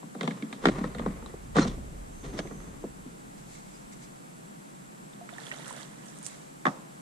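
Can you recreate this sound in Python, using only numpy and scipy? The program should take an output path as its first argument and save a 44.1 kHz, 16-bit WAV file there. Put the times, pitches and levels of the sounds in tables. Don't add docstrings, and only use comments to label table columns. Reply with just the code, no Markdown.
import sys
import numpy as np
from scipy import signal
from scipy.fft import rfft, irfft, next_fast_len
from scipy.io import wavfile
from scipy.ndimage import uniform_filter1d

SR = 44100
rng = np.random.default_rng(int(sys.argv[2]) if len(sys.argv) > 2 else 0)


def master_out(mix):
    frames = np.transpose(np.atleast_2d(mix))
    ceiling = np.clip(frames, -1, 1)
    pcm = np.round(ceiling * 32767).astype(np.int16)
    wavfile.write(sys.argv[1], SR, pcm)


N = 309141
T = np.arange(N) / SR

# f/Hz, density/dB
AIR_SPECTRUM = [(90, -59), (125, -4), (205, -3.5), (235, -8), (300, -10), (420, -17.5), (650, -21.5),
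                (1050, -24), (2200, -28.5), (3000, -30.5), (5500, -33.5), (7900, -29), (12000, -37),
                (14800, -50.5)]
# f/Hz, side against mid/dB
AIR_WIDTH = [(60, -10), (110, -8), (200, -3.5), (370, 3.5), (690, 10.5), (1260, 8.5), (2320, 2.5),
             (4270, -4), (7860, 3), (14500, -2.5)]
# t/s, length/s, f/Hz, level/dB
BIRD_CHIRPS = [(3.725, .06, 4900, -60), (4.02, 0.058, 4870, -62)]
# t/s, rise/s, fall/s, level/dB
SLEEVE_BRUSHES = [(3.39, .03, 0.052, -56.5), (3.575, 0.17, 0.15, -52.5), (3.75, 0.14, 0.19, -59),
                  (3.935, 0.027, 0.045, -52.5), (4.05, .08, .08, -57), (6.3, 0.13, 0.35, -53)]
# f/Hz, density/dB
CLOTH_SPECTRUM = [(900, -22), (1600, -3), (2200, 7.5), (2900, -4), (3800, 2), (5000, 0.5), (7800, 7.5),
                  (9500, -5), (13000, -19)]
# t/s, rise/s, fall/s, level/dB
WEIGHT_SHIFTS = [(.68, 0.077, 1.4, -45), (1.08, 0.14, 0.53, -39.5), (1.7, 0.37, 0.9, -37.5),
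                 (2.3, 0.24, .5, -47.5), (2.7, 0.46, 1.05, -48), (3.52, 0.14, 0.34, -55.5),
                 (3.98, 0.36, 0.56, -63)]
# f/Hz, density/dB
RUMBLE_SPECTRUM = [(11, -20), (18, -3.5), (48, 1), (87, -8), (130, -1.5), (170, 10.5), (290, -120)]
# f/Hz, density/dB
CHURN_SPECTRUM = [(250, -6), (450, -10), (1000, -6.5), (1900, -1.5), (2500, -15), (3400, -9), (5000, -14.5),
                  (9000, -12)]
# t/s, level/dB
SPRAY_FLICKS = [(6.085, -55), (6.175, -59), (6.265, -44)]
# t/s, f/Hz, level/dB, t60/s
WATER_DROPS = [(5.134, 3600, -49, .02), (5.212, 697, -40.5, 0.13), (5.290, 1360, -38, 0.015),
               (5.291, 1900, -32.5, 0.014), (5.327, 703, -41.5, 0.078), (5.338, 3500, -44.5, 0.017),
               (5.383, 1790, -34.5, 0.028), (5.402, 4100, -37, 0.011), (5.437, 3370, -44, 0.028),
               (5.467, 3300, -38, .014), (5.4956, 7840, -42, .01), (5.515, 1880, -23, 0.023),
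               (5.522, 2730, -37, .012), (5.537, 760, -42, 0.033), (5.665, 1340, -37, .02),
               (5.680, 8700, -26.5, 0.006), (5.708, 990, -33, 0.022), (5.703, 8160, -28, 0.0049),
               (5.728, 8700, -31.5, 0.007), (5.831, 4400, -42.5, .012), (6.187, 8610, -33, 0.009),
               (6.229, 8920, -33, 0.0072), (6.2652, 8000, -18.5, 0.0027)]
# peak t/s, rise/s, fall/s, groan level/dB, rasp against groan/dB, hiss against groan/dB
BOOT_DRAGS = [(.24, 0.065, 0.57, -40.5, -6, -17.5), (0.668, 0.062, 0.095, -32, -4, -15),
              (0.698, 0.022, 0.0052, -18.5, -14, -30), (.79, 0.16, 0.28, -34.5, -5, -20.5),
              (1.05, 0.073, 0.41, -38, -5.5, -26), (1.567, 0.019, 0.046, -26.5, 0.5, -10),
              (1.589, 0.026, 0.12, -22, -5.5, -15), (1.681, 0.012, 0.046, -38, -8, -6.5),
              (1.75, 0.071, 0.55, -43.5, -15, -32), (2.253, 0.027, 0.089, -39, -7, -16),
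              (2.37, 0.1, 0.25, -35, -10.5, -23.5), (2.392, 0.03, 0.033, -42, 3, -1.5),
              (2.63, 0.046, 0.65, -46.5, -7.5, -23)]
# f/Hz, density/dB
SOLE_SPECTRUM = [(130, 4), (260, 0), (450, -4.5), (700, -12.5), (880, -12), (1080, -8.5), (1600, -22),
                 (1900, -16.5), (2700, -19.5), (3800, -24.5), (4900, -29.5), (6000, -28), (9000, -36.5),
                 (12000, -65)]
# t/s, length/s, f/Hz, slide/share of the pitch, level/dB
SOLE_SQUEAKS = [(1.566, 0.047, 3610, 0, -37), (1.602, 0.035, 6400, -0.015, -42),
                (1.612, 0.028, 1330, 0.038, -33), (1.618, 0.034, 5600, 0.024, -39),
                (1.596, 0.06, 3880, 0.126, -37.5), (1.667, 0.022, 6180, -0.123, -46),
                (1.69, 0.017, 3170, .12, -48)]
# t/s, level/dB, left minus right/dB, crack against ring/dB
GEAR_JOLTS = [(.2098, -31.5, -2, -14), (.232, -42, -1, -17), (.277, -32, -5, -19), (.309, -37, -1, -20),
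              (.424, -40, 0, -14), (.528, -37.5, 0, -21), (0.6558, -22.5, 0, -10), (.669, -31.5, -2, -7),
              (.686, -29.5, -4, -12), (.994, -41, -3, -14), (2.3897, -38, -5, 3.5), (2.3945, -43, 4, 4),
              (2.473, -47.5, -7, -8)]
# f/Hz, level/dB, t60/s
GEAR_MODES = [(1677, -4, 0.052), (2108, 1, 0.032), (2310, 5.5, 0.016), (2560, -17.5, 0.021),
              (3260, -7, 0.038), (3660, -2, 0.016)]
# f/Hz, density/dB
SHELL_SPECTRUM = [(120, 11.5), (250, 1), (600, 5.5), (1100, 0.5), (2000, -11.5), (2700, -13.5), (3600, -11),
                  (5000, -20.5), (8000, -13), (11000, -16), (15000, -98)]
# t/s, level/dB, contact cut-off f/Hz, left minus right/dB
SHAFT_RAPS = [(6.6534, -26.5, 3500, 2), (6.655, -24.5, 2600, -15), (6.6658, -18.5, 1090, 1.5),
              (6.676, -30.5, 800, -6), (6.684, -32, 1400, -6)]
# f/Hz, level/dB, t60/s
SHAFT_MODES = [(163.3, -11.5, 0.29), (195, -13, 0.12), (269, -8.5, 0.14), (323, -21, 0.065),
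               (474, -19, 0.16), (580, -8.5, 0.09), (742, -0.5, 0.071), (845, -8, 0.051), (868, -8, 0.072),
               (1130, 5.5, 0.027), (1232, 1, 0.057), (1260, -1, 0.028), (1700, 4.5, 0.03), (1840, 4, 0.032),
               (2020, 3.5, 0.028), (2180, -28, 0.025), (2380, -35, .05), (3140, -29, 0.064),
               (3530, -3.5, 0.02), (3770, -30, 0.02)]
# t/s, level/dB, contact cut-off f/Hz, left minus right/dB,
# contact damping t60/s, thud f/Hz, clack f/Hz, tick f/Hz
HULL_BLOWS = [(0.03, -48.5, 1100, 17, 0.7, 447, 990, 3380), (0.15, -40.5, 1400, 1, 0.47, 400, 1020, 3800),
              (0.2099, -34.5, 5500, -1.5, 0.41, 440, 1520, 3600),
              (.231, -35, 2720, 0, 0.55, 410, 1110, 3280), (0.243, -44.5, 2600, 2, 0.49, 348, 1190, 3350),
              (.276, -30, 2020, 3.5, 0.49, 415, 1003, 3450), (0.308, -45, 3900, -7, 0.79, 427, 1720, 3200),
              (.424, -38.5, 1270, -2, 0.43, 315, 2040, 3600),
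              (0.527, -39.5, 3420, -4.5, 0.4, 396, 1210, 3750),
              (0.639, -32, 1400, 3, 0.19, 437, 1150, 3300), (.655, -17, 2000, -2, 0.19, 390, 1366, 3500),
              (0.668, -17, 700, 6, 0.054, 383, 1410, 3680), (0.685, -22, 1140, 2, 0.053, 417, 1385, 4800),
              (.711, -32.5, 400, -2, 0.042, 310, 1100, 3500),
              (0.811, -32.5, 400, -3, 0.56, 354, 1090, 3500),
              (0.841, -32.5, 1610, 7, 0.33, 435, 1300, 3870), (0.948, -41, 2700, -4, 0.56, 437, 1430, 3720),
              (0.984, -41, 2480, -1, .5, 445, 1890, 3740), (.994, -33.5, 1250, 4, 0.45, 475, 1200, 3540),
              (1.061, -25, 810, 3, 0.3, 417, 1075, 3850), (1.225, -42.5, 800, -1, 0.33, 450, 900, 5900),
              (1.26, -46.5, 7100, -1, 0.12, 434, 1110, 3980), (1.3398, -36, 326, 1, 0.041, 470, 755, 3500),
              (1.557, -26.5, 1200, -5, 0.36, 437, 1310, 3480),
              (1.567, -24.5, 1900, 10, 0.34, 435, 1190, 4220),
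              (1.584, -18.5, 1320, -3, 0.17, 367, 1470, 3700),
              (1.591, -20, 400, -4, 0.068, 384, 1100, 3700), (1.652, -32, 1010, -1, 0.57, 403, 1070, 3500),
              (2.3895, -31, 1050, -1, 0.08, 530, 1390, 3160), (2.401, -39, 820, -10, 0.09, 475, 1120, 3480),
              (2.452, -42, 500, -11, .08, 490, 1000, 3500), (2.51, -41.5, 950, -3, 0.66, 385, 1170, 5900),
              (2.603, -49, 1700, -5, 0.065, 437, 1800, 3500), (2.839, -30, 390, -5, 0.12, 520, 740, 3500),
              (2.847, -40.5, 228, 1, 0.31, 494, 800, 3500), (3.059, -43, 190, -3, 0.15, 305, 800, 3500)]
# f/Hz, level/dB, t60/s
HULL_MODES = [(161, -1.5, 0.7), (194.5, -5.5, 1), (227.8, -3, 0.33), (271, 2, 0.14), (307.6, 0.5, 0.14),
              (402, -4, 0.059), (486, -6.5, 0.18), (585, -6.5, 0.12), (677, -3.5, 0.093), (770, -3, 0.056),
              (1090, -9.5, 0.047), (1200, -7, 0.018), (1376, -16, 0.021), (1510, -19, 0.024),
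              (1804, -7, 0.026), (1917, -6.5, 0.048), (2070, -13, 0.031)]

MIC_LAG_S = 0.00025
STROKE_S, STROKE_RISE_S, STROKE_HOLD_S, STROKE_FALL_S, RUNOFF_S = 5.52, 0.3, 0.31, 0.16, 0.55


def undb(db):
    return 10 ** (np.asarray(db) / 20)


def unit(x):
    return x / np.sqrt(np.mean(x ** 2) + 1e-20)


def unit_head(x, seconds):
    return x / np.sqrt(np.mean(x[:, :int(seconds * SR)] ** 2))


def noise(size=N):
    return rng.standard_normal((2, size))


def band(x, lo_hz, hi_hz, order=3):
    sos = signal.butter(order, [lo_hz, min(hi_hz, SR / 2 - 1)], "band", fs=SR, output="sos")
    return signal.sosfilt(sos, x)


def colour(x, points):
    hz, db = np.transpose(points)
    size = next_fast_len(x.shape[-1])
    f = np.fft.rfftfreq(size, 1 / SR) + 1
    gain = undb(np.interp(np.log(f), np.log(hz), db))
    return irfft(rfft(x, size) * gain, size)[..., :x.shape[-1]]


def walk(rate_hz):
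    hold = int(SR / rate_hz)
    steps = np.repeat(rng.standard_normal(N // hold + 1), hold)
    return unit(uniform_filter1d(uniform_filter1d(steps, hold), hold)[:N])


def fade(t, t60):
    return np.exp(-np.log(1000) * t / t60)


def swell(s, rise, fall, hold=0):
    return 10 ** -np.where(T < s, ((T - s) / rise) ** 2, np.maximum(T - s - hold, 0) / fall)


def swells(rows):
    return np.sqrt(sum((undb(db) * swell(s, rise, fall)) ** 2 for s, rise, fall, db in rows))


def add(out, s, x):
    i = max(int(s * SR), 0)
    out[..., i:i + x.shape[-1]] += x[..., :max(out.shape[-1] - i, 0)]


def pan(x, db):
    return x * undb(np.array([[db], [-db]]) / 2)


def spread(mid, side):
    side = colour(side, [(250, -26), (550, -11.5), (1000, 1.5), (3000, -5.5)])
    return np.array([mid + side, mid - side])


def from_right(x):
    t = np.arange(len(x)) / SR
    return np.array([np.interp(t - MIC_LAG_S, t, x, left=0), x])


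def ring(modes, t, detune, scatter_db):
    hz, db, t60 = np.transpose(modes)[:, :, None]
    shift, weight, polarity = rng.standard_normal((3, len(modes), 1))
    gain = np.sign(polarity) * undb(db + scatter_db * weight)
    return (gain * fade(t, t60) * np.sin(2 * np.pi * hz * (1 + detune * shift) * t)).sum(0)


def note(hz, t, t60):
    onset = 1 - np.exp(-t * hz)
    return np.sqrt(2) * onset * fade(t, t60) * np.sin(2 * np.pi * (hz * t + rng.random((2, 1))))


def swamp_air():
    mid, side = colour(noise(), AIR_SPECTRUM)
    side = colour(side, AIR_WIDTH)
    return np.array([mid + side, mid - side]) / np.std(mid) * undb(-50 + 0.07 * walk(3.76))


def wing_buzz(hz, width_hz):
    flicker = undb(walk(40))
    return unit(band(noise(), hz - width_hz / 2, hz + width_hz / 2, order=2)) * flicker


def insects():
    chorus = undb(-66) * wing_buzz(hz=7690, width_hz=480)
    trill = undb(-62.5) * wing_buzz(hz=6300, width_hz=390)
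    return chorus + trill * swell(2.23, rise=0.19, fall=0.4, hold=0.35)


def bird():
    out = np.zeros((2, N))
    for s, length, hz, db in BIRD_CHIRPS:
        size = int(length * SR)
        phase = 2 * np.pi * np.cumsum(hz * (1 + 0.012 * walk(300)[:size])) / SR
        add(out, s, undb(db) * np.hanning(size) * np.sin(phase))
    return out


def sleeves():
    return unit(colour(noise(), CLOTH_SPECTRUM)) * undb(1.4 * walk(60)) * swells(SLEEVE_BRUSHES)


def rocking(rest_db=-71.5):
    mid, side = band(colour(noise(), RUMBLE_SPECTRUM), 16.5, 92)
    shudder = unit(np.array([mid + side / 4, mid - side / 4]))
    return shudder * np.hypot(swells(WEIGHT_SHIFTS), undb(rest_db))


def bubble(hz, t60, glide):
    t = T[:int(t60 * SR) + 2]
    phase = 2 * np.pi * hz * t * (1 + glide * t / t60 / 2)
    left_lag = 2 * np.pi * hz * MIC_LAG_S * np.array([[1], [0]])
    reflection = undb(-6.5) * np.sin(phase + 2 * np.pi * rng.random((2, 1)))
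    onset = 1 - np.exp(-t * hz / 0.1)
    return onset * fade(t, t60) * (np.sin(phase - left_lag) + reflection)


def froth(lo_hz, hi_hz, cycles, scatter_db, count):
    out = np.zeros((2, N))
    start, end = STROKE_S - STROKE_RISE_S, STROKE_S + STROKE_HOLD_S + RUNOFF_S + STROKE_FALL_S
    for when, pitch, faintness, life in rng.random((count, 4)):
        hz = lo_hz * (hi_hz / lo_hz) ** pitch
        gain = undb(-scatter_db * np.log(faintness + 1 / 20)) * np.sqrt(hz)
        t60 = cycles * (0.5 + life) / hz
        add(out, start + when * (end - start), gain * bubble(hz, t60, glide=0.11))
    return unit(out) * np.sqrt((end - start) / (N / SR))


def drop(hz, t60):
    t = T[:SR // 10]
    splat = band(noise(len(t)), hz / 1.4, hz * 1.44, order=2) * fade(t, t60=0.067)
    out = undb(-20) * unit_head(splat, 0.0033)
    add(out, 0, bubble(hz, t60, glide=0.066))
    return out


def paddle_stroke():
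    pull = swell(STROKE_S, STROKE_RISE_S, STROKE_FALL_S, STROKE_HOLD_S)
    runoff = undb(-9.5) * swell(STROKE_S + STROKE_HOLD_S, STROKE_RISE_S, STROKE_FALL_S, RUNOFF_S)
    flow = np.maximum(pull, runoff)
    flicks = swells((s, 0.039, 0.048, db) for s, db in SPRAY_FLICKS)
    gurgle = froth(380, 2200, cycles=19, scatter_db=3.5, count=520) * undb(-51.5) * flow
    plinks = froth(2680, 4000, cycles=32, scatter_db=3.2, count=300) * undb(-58.5) * flow
    spray = froth(5600, 10600, cycles=25, scatter_db=3, count=800) * (undb(-55) * flow + flicks)
    churn = unit(colour(noise(), CHURN_SPECTRUM)) * undb(-48.5 + 2 * walk(90)) * flow
    water = gurgle + plinks + spray + churn
    for s, hz, db, t60 in WATER_DROPS:
        add(water, s, undb(db) * drop(hz, t60))
    return pan(band(water, 310, 9760, order=5), -7.5)


def boot_drags():
    slips = (rng.random((2, N)) < 6000 / SR) * noise() * undb(2.04 * walk(110))
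    rub = colour(spread(*slips), SOLE_SPECTRUM)
    groan = unit(band(rub, 81, 823))
    rasp = unit(band(rub, 710, 2110))
    hiss = unit(band(rub, 3240, 11000, order=4))
    groan_gain = swells(row[:4] for row in BOOT_DRAGS)
    rasp_gain = swells((s, rise, fall, db + rasp_db) for s, rise, fall, db, rasp_db, _ in BOOT_DRAGS)
    hiss_gain = swells((s, rise, fall, db + hiss_db) for s, rise, fall, db, _, hiss_db in BOOT_DRAGS)
    return groan * groan_gain + rasp * rasp_gain + hiss * hiss_gain


def boot_squeaks():
    out = np.zeros((2, N))
    for s, length, hz, slide, db in SOLE_SQUEAKS:
        size = int(length * SR)
        jitter = 0.035 * walk(1500)[:size]
        phase = 2 * np.pi * np.cumsum(hz * (1 + np.linspace(0, slide, size) + jitter)) / SR
        grip = np.hanning(size) * undb(2.1 * walk(510)[:size])
        add(out, s, undb(db) * grip * np.sin(phase + rng.uniform(-0.98, 1, (2, 1))))
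    return out


def gear_clacks():
    out, t = np.zeros((2, N)), T[:SR // 8]
    for s, db, pan_db, crack_db in GEAR_JOLTS:
        notes = np.array([ring(GEAR_MODES, t, detune=0.014, scatter_db=-0.5) for _ in range(2)])
        crack = band(noise(len(t)), 900, 6000) * fade(t, t60=0.013)
        clack = unit_head(notes, 0.0025) + undb(crack_db) * unit_head(crack, 0.002)
        add(out, s, undb(db) * pan(clack, pan_db))
    return out


def shell(t, t60, tail_db, tail_t60):
    panels = unit(colour(spread(*noise(len(t))), SHELL_SPECTRUM))
    return panels * (fade(t, t60) + undb(tail_db) * fade(t, tail_t60))


def paddle_raps():
    out, t = np.zeros((2, N)), T[:SR // 2]
    for s, db, cutoff_hz, pan_db in SHAFT_RAPS:
        shaft = from_right(ring(SHAFT_MODES, t, detune=0.0041, scatter_db=-1))
        blow = shaft + undb(2.5) * shell(t, t60=0.048, tail_db=-19.5, tail_t60=0.59)
        crack = band(noise(len(t)), 4900, 6900, order=2) * fade(t, t60=0.28)
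        hum = unit_head(band(blow, 166, 490), 0.036)
        hard_clack = band(blow, 580, 7800, order=2) + undb(-10.5) * crack
        softening = signal.butter(1, cutoff_hz, fs=SR, output="sos")
        clack = unit_head(signal.sosfilt(softening, hard_clack), 0.0073)
        add(out, s, undb(db) * (pan(clack, pan_db) + undb(-10) * pan(hum, -0.23)))
    return out


def contact(hz, cutoff_hz):
    return 1 / np.hypot(1, (hz / cutoff_hz) ** 2)


def knock(db, cutoff_hz, pan_db, damping_t60, thud_hz, clack_hz, tick_hz):
    t = T[:SR // 3]
    mid = ring(HULL_MODES, t, detune=0.021, scatter_db=0.5)
    side = ring(HULL_MODES, t, detune=0.016, scatter_db=-0.5) * rng.choice([-1, 1])
    crack = undb(4) * shell(t, t60=0.014, tail_db=-10, tail_t60=0.18)
    blow = (spread(mid, undb(-3) * side) + crack) * fade(t, damping_t60)
    boom_db = 3.5 + 6 * np.log2(damping_t60 / 0.61)
    boom = undb(boom_db) * unit_head(band(blow, 186, 284, order=2), 0.035)
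    thud = unit_head(band(blow, thud_hz / 1.46, thud_hz * 1.195, order=2), 0.0077)
    panel = unit_head(band(blow, clack_hz / 1.47, clack_hz * 1.52), 0.0072)
    panel_note = undb(2.5) * note(clack_hz, t, t60=0.043)
    clack = undb(-1.5) * contact(clack_hz, cutoff_hz) * (panel + panel_note)
    snap = band(shell(t, t60=0.017, tail_db=-9.5, tail_t60=0.19), 3000, 9400, order=2)
    tip = unit_head(band(snap, tick_hz / 1.23, tick_hz * 1.23, order=1), 0.0053)
    striker_note = undb(-3) * note(tick_hz, t, t60=0.041)
    tick = undb(-2.5) * contact(tick_hz, cutoff_hz) * (tip + striker_note)
    return undb(db) * (boom + thud + pan(clack + tick, pan_db))


def hull_knocks():
    out = np.zeros((2, N))
    for s, *blow in HULL_BLOWS:
        add(out, s, knock(*blow))
    return out


def scene():
    boat = hull_knocks() + gear_clacks() + paddle_raps() + boot_drags() + boot_squeaks()
    airborne = boat + paddle_stroke() + sleeves() + swamp_air() + insects() + bird()
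    low_cut = signal.ellip(7, 0.3, 50, 127, "high", fs=SR, output="sos")
    return signal.sosfilt(low_cut, airborne) + rocking()


def record(dry):
    return signal.sosfilt(signal.ellip(8, 0.2, 70, 14400, fs=SR, output="sos"), dry)


dry = scene()
out = record(dry)
master_out(out)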